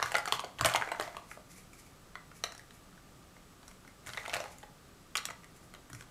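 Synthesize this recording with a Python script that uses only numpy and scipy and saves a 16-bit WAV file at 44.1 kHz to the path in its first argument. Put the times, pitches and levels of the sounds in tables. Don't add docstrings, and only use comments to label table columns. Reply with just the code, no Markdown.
import sys
import numpy as np
from scipy import signal
from scipy.fft import rfft, irfft
from scipy.io import wavfile
from scipy.ndimage import uniform_filter1d

SR = 44100
rng = np.random.default_rng(int(sys.argv[2]) if len(sys.argv) > 2 else 0)


def amplitude_ratio(level_db):
    exponent = np.asarray(level_db, float) / 20
    return 10 ** exponent


def to_wav(s):
    ch = np.atleast_2d(s).T
    pcm = np.round(np.clip(ch, -1, 1) * 32767)
    wavfile.write(sys.argv[1], SR, pcm.astype(np.int16))


N = 269010

# frequency in Hz, density in dB per Hz.
AIR_SPECTRUM = [(12, -19), (20, 1.5), (53, -3), (174, -2.5), (205, -8), (264, -5.5), (304, -8.5), (403, -9),
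                (438, -12), (533, -11.5), (1050, -16.5), (1200, -14), (2110, -20.5), (7890, -25),
                (16400, -33.5)]
# frequency in Hz, width in Hz, level in dB.
HUM_LINES = [(183.5, 13, -70), (1186, 42, -72), (7840, 66, -79.5), (13100, 40, -113)]
# frequency in Hz, decay time t60 in seconds, level in dB.
ROOM_BANDS = [(358, 0.4, -24), (900, 0.38, -23), (2000, 0.21, -20.5), (3970, 0.46, -24.5),
              (8600, 0.25, -21), (12600, 0.096, -15)]
# frequency in Hz, level in dB, decay time t60 in seconds.
TABLE_MODES = [(83, 1.5, 0.1), (118.9, 0.5, 0.31), (164, -10, 0.31), (291, 5, 0.048)]
# start in seconds, peak level in dB.
TABLE_BLOWS = [(0.023, -36.5), (0.148, -49), (0.317, -39), (0.607, -24.5), (0.645, -23.5), (0.759, -35.5),
               (0.995, -42), (4.065, -39), (4.168, -49), (4.337, -40), (5.297, -44), (5.899, -39),
               (5.931, -35.5), (5.951, -41)]
# frequency in Hz, width in Hz, level in dB.
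SKIN_RESONANCES = [(2210, 450, 6), (5900, 3000, -2.5), (7300, 2600, -2), (9600, 640, 4), (10750, 1700, -3)]
# loudest moment in seconds, level in dB, length in seconds.
FINGER_RUBS = [(1.315, -56, 0.15), (1.515, -57, 0.081), (1.58, -56.5, 0.15), (1.74, -63, 0.082),
               (1.795, -56, 0.067), (1.87, -64, 0.13), (2.37, -59, .1), (2.746, -61, .1), (3.686, -65, .2),
               (4.075, -52, 0.045), (4.12, -56, 0.16), (4.52, -57.5, 0.079), (4.605, -65, 0.12),
               (5.565, -60, .06), (5.64, -63, 0.075), (5.95, -57, 0.057), (6.0, -61, .08)]
# frequency in Hz, level in dB.
BLOCK_MODES = [(340, -22), (470, -11.5), (600, -8.5), (700, -4.5), (830, -6), (1050, -4.5), (1280, -3),
               (1450, -1.5), (1650, -5.5), (2000, 1.5), (2300, -9.5), (2700, -10), (3050, -7.5),
               (3500, -7.5), (4200, -5), (4800, -18), (5400, -9), (6100, -7)]
# frequency in Hz, width in Hz, level in dB.
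EDGE_RESONANCES = [(7120, 1300, 14), (8760, 1900, 6), (12200, 1900, -1)]
# loudest moment in seconds, level in dB, length in seconds.
PILE_SCRAPES = [(.05, -41, 0.29), (.17, -49, 0.22), (.34, -33.5, 0.082), (.48, -54, .1), (.69, -36, 0.21),
                (.85, -52.5, 0.36), (1.03, -43.5, 0.21), (1.17, -61, 0.23), (2.47, -52.5, 0.17),
                (4.075, -45.5, 0.062), (4.2, -47, 0.28), (4.36, -43, .25), (4.47, -61, .15)]
# start in seconds, hollow note in Hz, hollow in dB, snap in dB.
END_WALL_KNOCKS = [(0.0002, 1140, -27.5, -41), (0.0196, 1230, -28, -51), (0.0266, 1163, -17, -21.5),
                   (0.0343, 1130, -36, -50), (0.3943, 1040, -29, -28), (0.4389, 670, -33, -48),
                   (0.5911, 960, -40, -36), (0.5971, 1150, -33, -44), (4.0917, 2170, -39, -36),
                   (4.1011, 1280, -41.5, -40), (4.1345, 1340, -40.5, -35), (2.4385, 1880, -27, -19.5),
                   (2.4461, 1920, -43, -44), (3.6304, 1480, -51, -49), (5.1772, 1790, -48, -25.5),
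                   (6.0238, 1150, -51, -46)]
# start in seconds, hollow note in Hz, hollow in dB, snap in dB.
SIDE_WALL_KNOCKS = [(0.6354, 1600, -28, -57), (0.6471, 720, -20, -15.5), (0.6648, 1270, -21.5, -29),
                    (0.6971, 1230, -28.5, -30), (0.7385, 1260, -32, -21.5), (0.7595, 770, -20.5, -18.5),
                    (0.822, 1550, -22.5, -37), (0.8751, 700, -31.5, -45), (0.9481, 690, -32, -55),
                    (0.9982, 650, -22, -27), (1.0718, 640, -40, -57), (1.0775, 644, -35, -47),
                    (1.147, 1380, -36.5, -59), (0.1527, 2077, -17, -21.5), (0.2846, 1200, -31.5, -32),
                    (0.3235, 1077, -21, -15), (1.3143, 1270, -36, -50), (1.3737, 634, -40.5, -62),
                    (2.1544, 1310, -32.5, -42.5), (2.315, 1330, -46, -56), (2.708, 1270, -51.5, -44),
                    (2.927, 1310, -54, -62), (2.977, 1510, -52, -63), (3.366, 1310, -48.5, -58),
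                    (3.849, 1440, -51, -58)]
# start in seconds, hollow note in Hz, hollow in dB, snap in dB.
LONG_WALL_KNOCKS = [(4.1736, 1860, -31, -31.5), (4.1781, 1980, -29, -46), (4.2413, 1220, -43, -55),
                    (1.1678, 1220, -32.5, -32.5), (0.1433, 740, -25.5, -25), (0.1486, 845, -24.5, -30),
                    (4.334, 620, -29.5, -31), (4.3392, 2480, -29, -19.5), (4.3662, 860, -31, -29.5),
                    (4.3846, 790, -41, -53), (4.4029, 660, -30, -31), (4.4402, 780, -37, -36),
                    (4.4447, 665, -38, -55), (4.4585, 825, -37, -57), (4.6359, 810, -39.5, -48),
                    (5.154, 1307, -27.5, -20), (5.3067, 1210, -37.5, -36.5), (5.434, 2000, -51, -55)]
# start in seconds, hollow note in Hz, hollow in dB, snap in dB.
FACE_MEETINGS = [(0.276, 750, -27.5, -30), (0.4451, 720, -32, -33), (0.5867, 1110, -47, -35),
                 (0.7552, 960, -23.5, -24), (0.9217, 756, -31.5, -42), (1.0241, 2120, -37, -33.5),
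                 (2.1548, 1900, -41, -48), (2.439, 645, -35, -47), (4.2603, 2130, -34.5, -34.5),
                 (4.2957, 2250, -35, -31), (4.3039, 2240, -39, -42), (4.3273, 1210, -40, -41),
                 (4.3566, 670, -28, -35), (4.6301, 880, -42.5, -45.5), (5.1835, 1350, -34, -50),
                 (5.7488, 1200, -47, -43)]
# start in seconds, hollow note in Hz, hollow in dB, snap in dB.
CORNER_KNOCKS = [(0.1188, 820, -29, -33.5), (0.1661, 627, -31, -31), (0.2562, 1300, -29, -34),
                 (0.6106, 1120, -20, -22.5), (0.659, 1230, -19.5, -17), (0.9172, 1080, -26, -35.5),
                 (4.0704, 2150, -39, -40), (4.2539, 2300, -34, -48), (4.2798, 696, -33.5, -38.5),
                 (4.3445, 2240, -27, -31.5), (5.1582, 1380, -29.5, -34), (5.4433, 1970, -48, -52),
                 (5.7388, 1380, -45, -47), (3.7134, 1250, -52, -53.5)]
# start in seconds, hollow note in Hz, hollow in dB, snap in dB.
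RIM_GRAZES = [(0.0589, 1250, -28, -48), (0.2799, 1340, -40, -47), (0.6547, 820, -22, -37),
              (0.6881, 2430, -27, -41), (0.7481, 894, -18.5, -47), (0.813, 900, -27, -56),
              (0.889, 2280, -32, -60), (1.0097, 750, -28, -46), (1.7319, 2230, -50.5, -61.5),
              (2.4641, 1860, -48, -62), (4.0634, 2300, -43.5, -53), (4.0837, 2060, -40, -58),
              (4.1468, 2040, -39, -61), (4.5838, 2060, -57, -55), (5.9002, 1910, -46, -55.5)]
# start in seconds, hollow note in Hz, hollow in dB, snap in dB.
STUD_CATCHES = [(0.1829, 1420, -26, -29.5), (0.4025, 834, -53, -37), (2.5219, 1500, -42, -40),
                (2.5498, 1390, -44, -45), (2.579, 1250, -60, -41), (2.5944, 1910, -44.5, -47.5),
                (3.68, 1340, -47, -43), (3.877, 1880, -46.5, -52), (4.4135, 680, -44, -42),
                (5.1703, 1840, -56, -22), (5.2539, 1820, -35, -23), (5.287, 1400, -35.5, -50),
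                (5.302, 2070, -38.5, -42), (5.931, 1570, -44, -40), (5.949, 1900, -42.5, -42.5),
                (6.009, 1560, -42.5, -42)]


def scale_rms(x, db):
    return x * amplitude_ratio(db) / np.sqrt(np.mean(x ** 2))


def scale_peak(x, db):
    return x * amplitude_ratio(db) / np.abs(x).max()


def resonance(x, hz, width):
    return signal.lfilter(*signal.iirpeak(hz, hz / width, SR), x)


def decay(t, t60):
    return np.exp(-np.log(1000) * t / t60)


def ring(hz, t60, t):
    return np.sin(2 * np.pi * hz * t) * decay(t, t60)


def onset(t, seconds):
    return 1 - np.exp(-t / seconds)


def add(out, s, sound):
    i = int(s * SR)
    out[i:i + len(sound)] += sound[:N - i]


def strokes(rows):
    rise_share, fade_db = 0.39, 19
    t, gain = np.arange(N) / SR, np.zeros(N)
    for s, db, length in rows:
        near = slice(max(int((s - 2 * length) * SR), 0), int((s + 2 * length) * SR))
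        late = (t[near] - s) / length
        distance = np.where(late < 0, -late / rise_share, late / (1 - rise_share))
        gain[near] += amplitude_ratio(db - fade_db * distance)
    return gain


def air():
    hz, db = np.transpose(AIR_SPECTRUM)
    bin_hz = np.arange(N // 2 + 1) * SR / N
    colour = amplitude_ratio(np.interp(np.log(bin_hz + 1), np.log(hz), db))
    tone = scale_rms(irfft(rfft(rng.standard_normal(N)) * colour, N), -57.5)
    for hz, width, db in HUM_LINES:
        tone = tone + scale_rms(resonance(rng.standard_normal(N), hz, width), db)
    return tone


def room(x):
    gap_s, build_s = 0.0032, 0.00087
    t = np.arange(SR // 2) / SR
    tail = np.zeros(len(t))
    for hz, t60, db in ROOM_BANDS:
        part = resonance(rng.standard_normal(len(t)), hz, 0.77 * hz) * decay(t, t60)
        tail += amplitude_ratio(db + 5.5) * part / np.sqrt(np.sum(part ** 2))
    tail *= onset(np.maximum(t - gap_s, 0), build_s)
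    return signal.fftconvolve(x, tail)[:N]


def table():
    t, out = np.arange(12000) / SR, np.zeros(N)
    boom = sum(amplitude_ratio(db) * ring(hz, t60, t) for hz, db, t60 in TABLE_MODES) * onset(t, 0.0084)
    for s, db in TABLE_BLOWS:
        add(out, s, amplitude_ratio(db - 7.5) * boom)
    return out


def fingers():
    grain = rng.standard_normal(N)
    unevenness_db = 20 * uniform_filter1d(rng.standard_normal(N), size=100)
    grain *= amplitude_ratio(unevenness_db)
    hiss = np.zeros(N)
    for hz, width, db in SKIN_RESONANCES:
        hiss += amplitude_ratio(db) * resonance(resonance(grain, hz, width), hz, 2 * width)
    return scale_rms(hiss, 0) * strokes(FINGER_RUBS)


def pile():
    slips_per_s, spread_db, treble_db = 3500, 1.5, -12
    slips = (rng.random(N) < slips_per_s / SR) * rng.standard_normal(N)
    slips *= amplitude_ratio(spread_db * rng.exponential(size=N))
    dull, bright = np.zeros(N), np.zeros(N)
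    for hz, db in BLOCK_MODES:
        tilt_db = -4 * np.abs(np.log2(hz / 1200))
        dull += amplitude_ratio(db + tilt_db) * resonance(slips, hz, 0.12 * hz)
    for hz, width, db in EDGE_RESONANCES:
        bright += amplitude_ratio(db) * resonance(slips, hz, width)
    return strokes(PILE_SCRAPES) * (scale_rms(dull, -5) + amplitude_ratio(treble_db) * scale_rms(bright, -38))


def contacts():
    # contacts, wall note in Hz, edge tick over snap in dB
    kinds = [(END_WALL_KNOCKS, 4000, -10), (SIDE_WALL_KNOCKS, 3155, -10), (LONG_WALL_KNOCKS, 2550, -10),
             (FACE_MEETINGS, 3070, -13), (CORNER_KNOCKS, 2980, 0.5), (RIM_GRAZES, 2700, 12.3),
             (STUD_CATCHES, 5540, -2.5)]
    return [(s, hollow_hz, hollow_db, wall_hz, snap_db, snap_db + edge_db)
            for rows, wall_hz, edge_db in kinds for s, hollow_hz, hollow_db, snap_db in rows]


def edge_ticks(count, t, push_s):
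    grit = rng.standard_normal((count, len(t))) * decay(t, 0.014) * onset(t, push_s)
    coloured = sum(amplitude_ratio(db) * resonance(grit, hz, width) for hz, width, db in EDGE_RESONANCES)
    return resonance(coloured, 10250, 5600)


def chatter(count):
    t = np.arange(400) / SR
    rebounds = rng.standard_normal((count, 400)) * (rng.random((count, 400)) < 0.06)
    return amplitude_ratio(-12) * rebounds * np.exp(-t / 0.004) + (t == 0)


def blocks():
    hollow_t60, wall_t60, shared_t60, push_s = 0.015, 0.0045, 0.016, 0.0002
    shared_db, scatter_db, detuning = -3, 3, 0.066
    t, out, hits = np.arange(2000) / SR, np.zeros(N), contacts()
    shared_hz, weight_db = np.transpose(BLOCK_MODES)
    low = shared_hz < 2400
    chances = rng.standard_normal((len(hits), 3, len(shared_hz)))
    ticks = edge_ticks(len(hits), t, push_s)
    touches = chatter(len(hits))
    for hit, chance, tick, touch in zip(hits, chances, ticks, touches):
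        s, hollow_hz, hollow_db, wall_hz, wall_db, edge_db = hit
        detune, size, side = chance
        hz = shared_hz * (1 + detuning * detune)
        octaves_off = np.abs(np.log2(hz / np.where(low, hollow_hz, wall_hz)))
        mode_db = weight_db + shared_db + scatter_db * size - np.where(low, 4, 2) * octaves_off
        strength = np.sign(side) * amplitude_ratio(mode_db)
        mode_t60 = shared_t60 * np.sqrt(1000 / hz)
        modes = strength[:, None] * ring(hz[:, None], mode_t60[:, None], t)
        hollow = (ring(hollow_hz, hollow_t60, t) + modes[low].sum(axis=0)) * onset(t, push_s)
        wall = (ring(wall_hz, wall_t60, t) + modes[~low].sum(axis=0)) * onset(t, push_s / 3)
        add(out, s, scale_peak(np.sign(size[0]) * signal.fftconvolve(hollow, touch), hollow_db + 3))
        add(out, s, scale_peak(np.sign(size[1]) * signal.fftconvolve(wall, touch), wall_db + 2))
        add(out, s, scale_peak(tick, edge_db + 1.5))
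    return out


def scene():
    bass_cut = signal.butter(2, 300, "high", fs=SR, output="sos")
    near = signal.sosfilt(bass_cut, blocks() + pile()) + fingers()
    return (near + room(near) + table() + air())[None]


def top_cut(x):
    return signal.sosfilt(signal.butter(12, 16510, fs=SR, output="sos"), x)


def record(dry):
    top = signal.cheby2(10, 45, 16260, fs=SR, output="sos")
    mic = signal.sosfilt(top, dry)
    return top_cut(mic)


dry = scene()
out = record(dry)
to_wav(out)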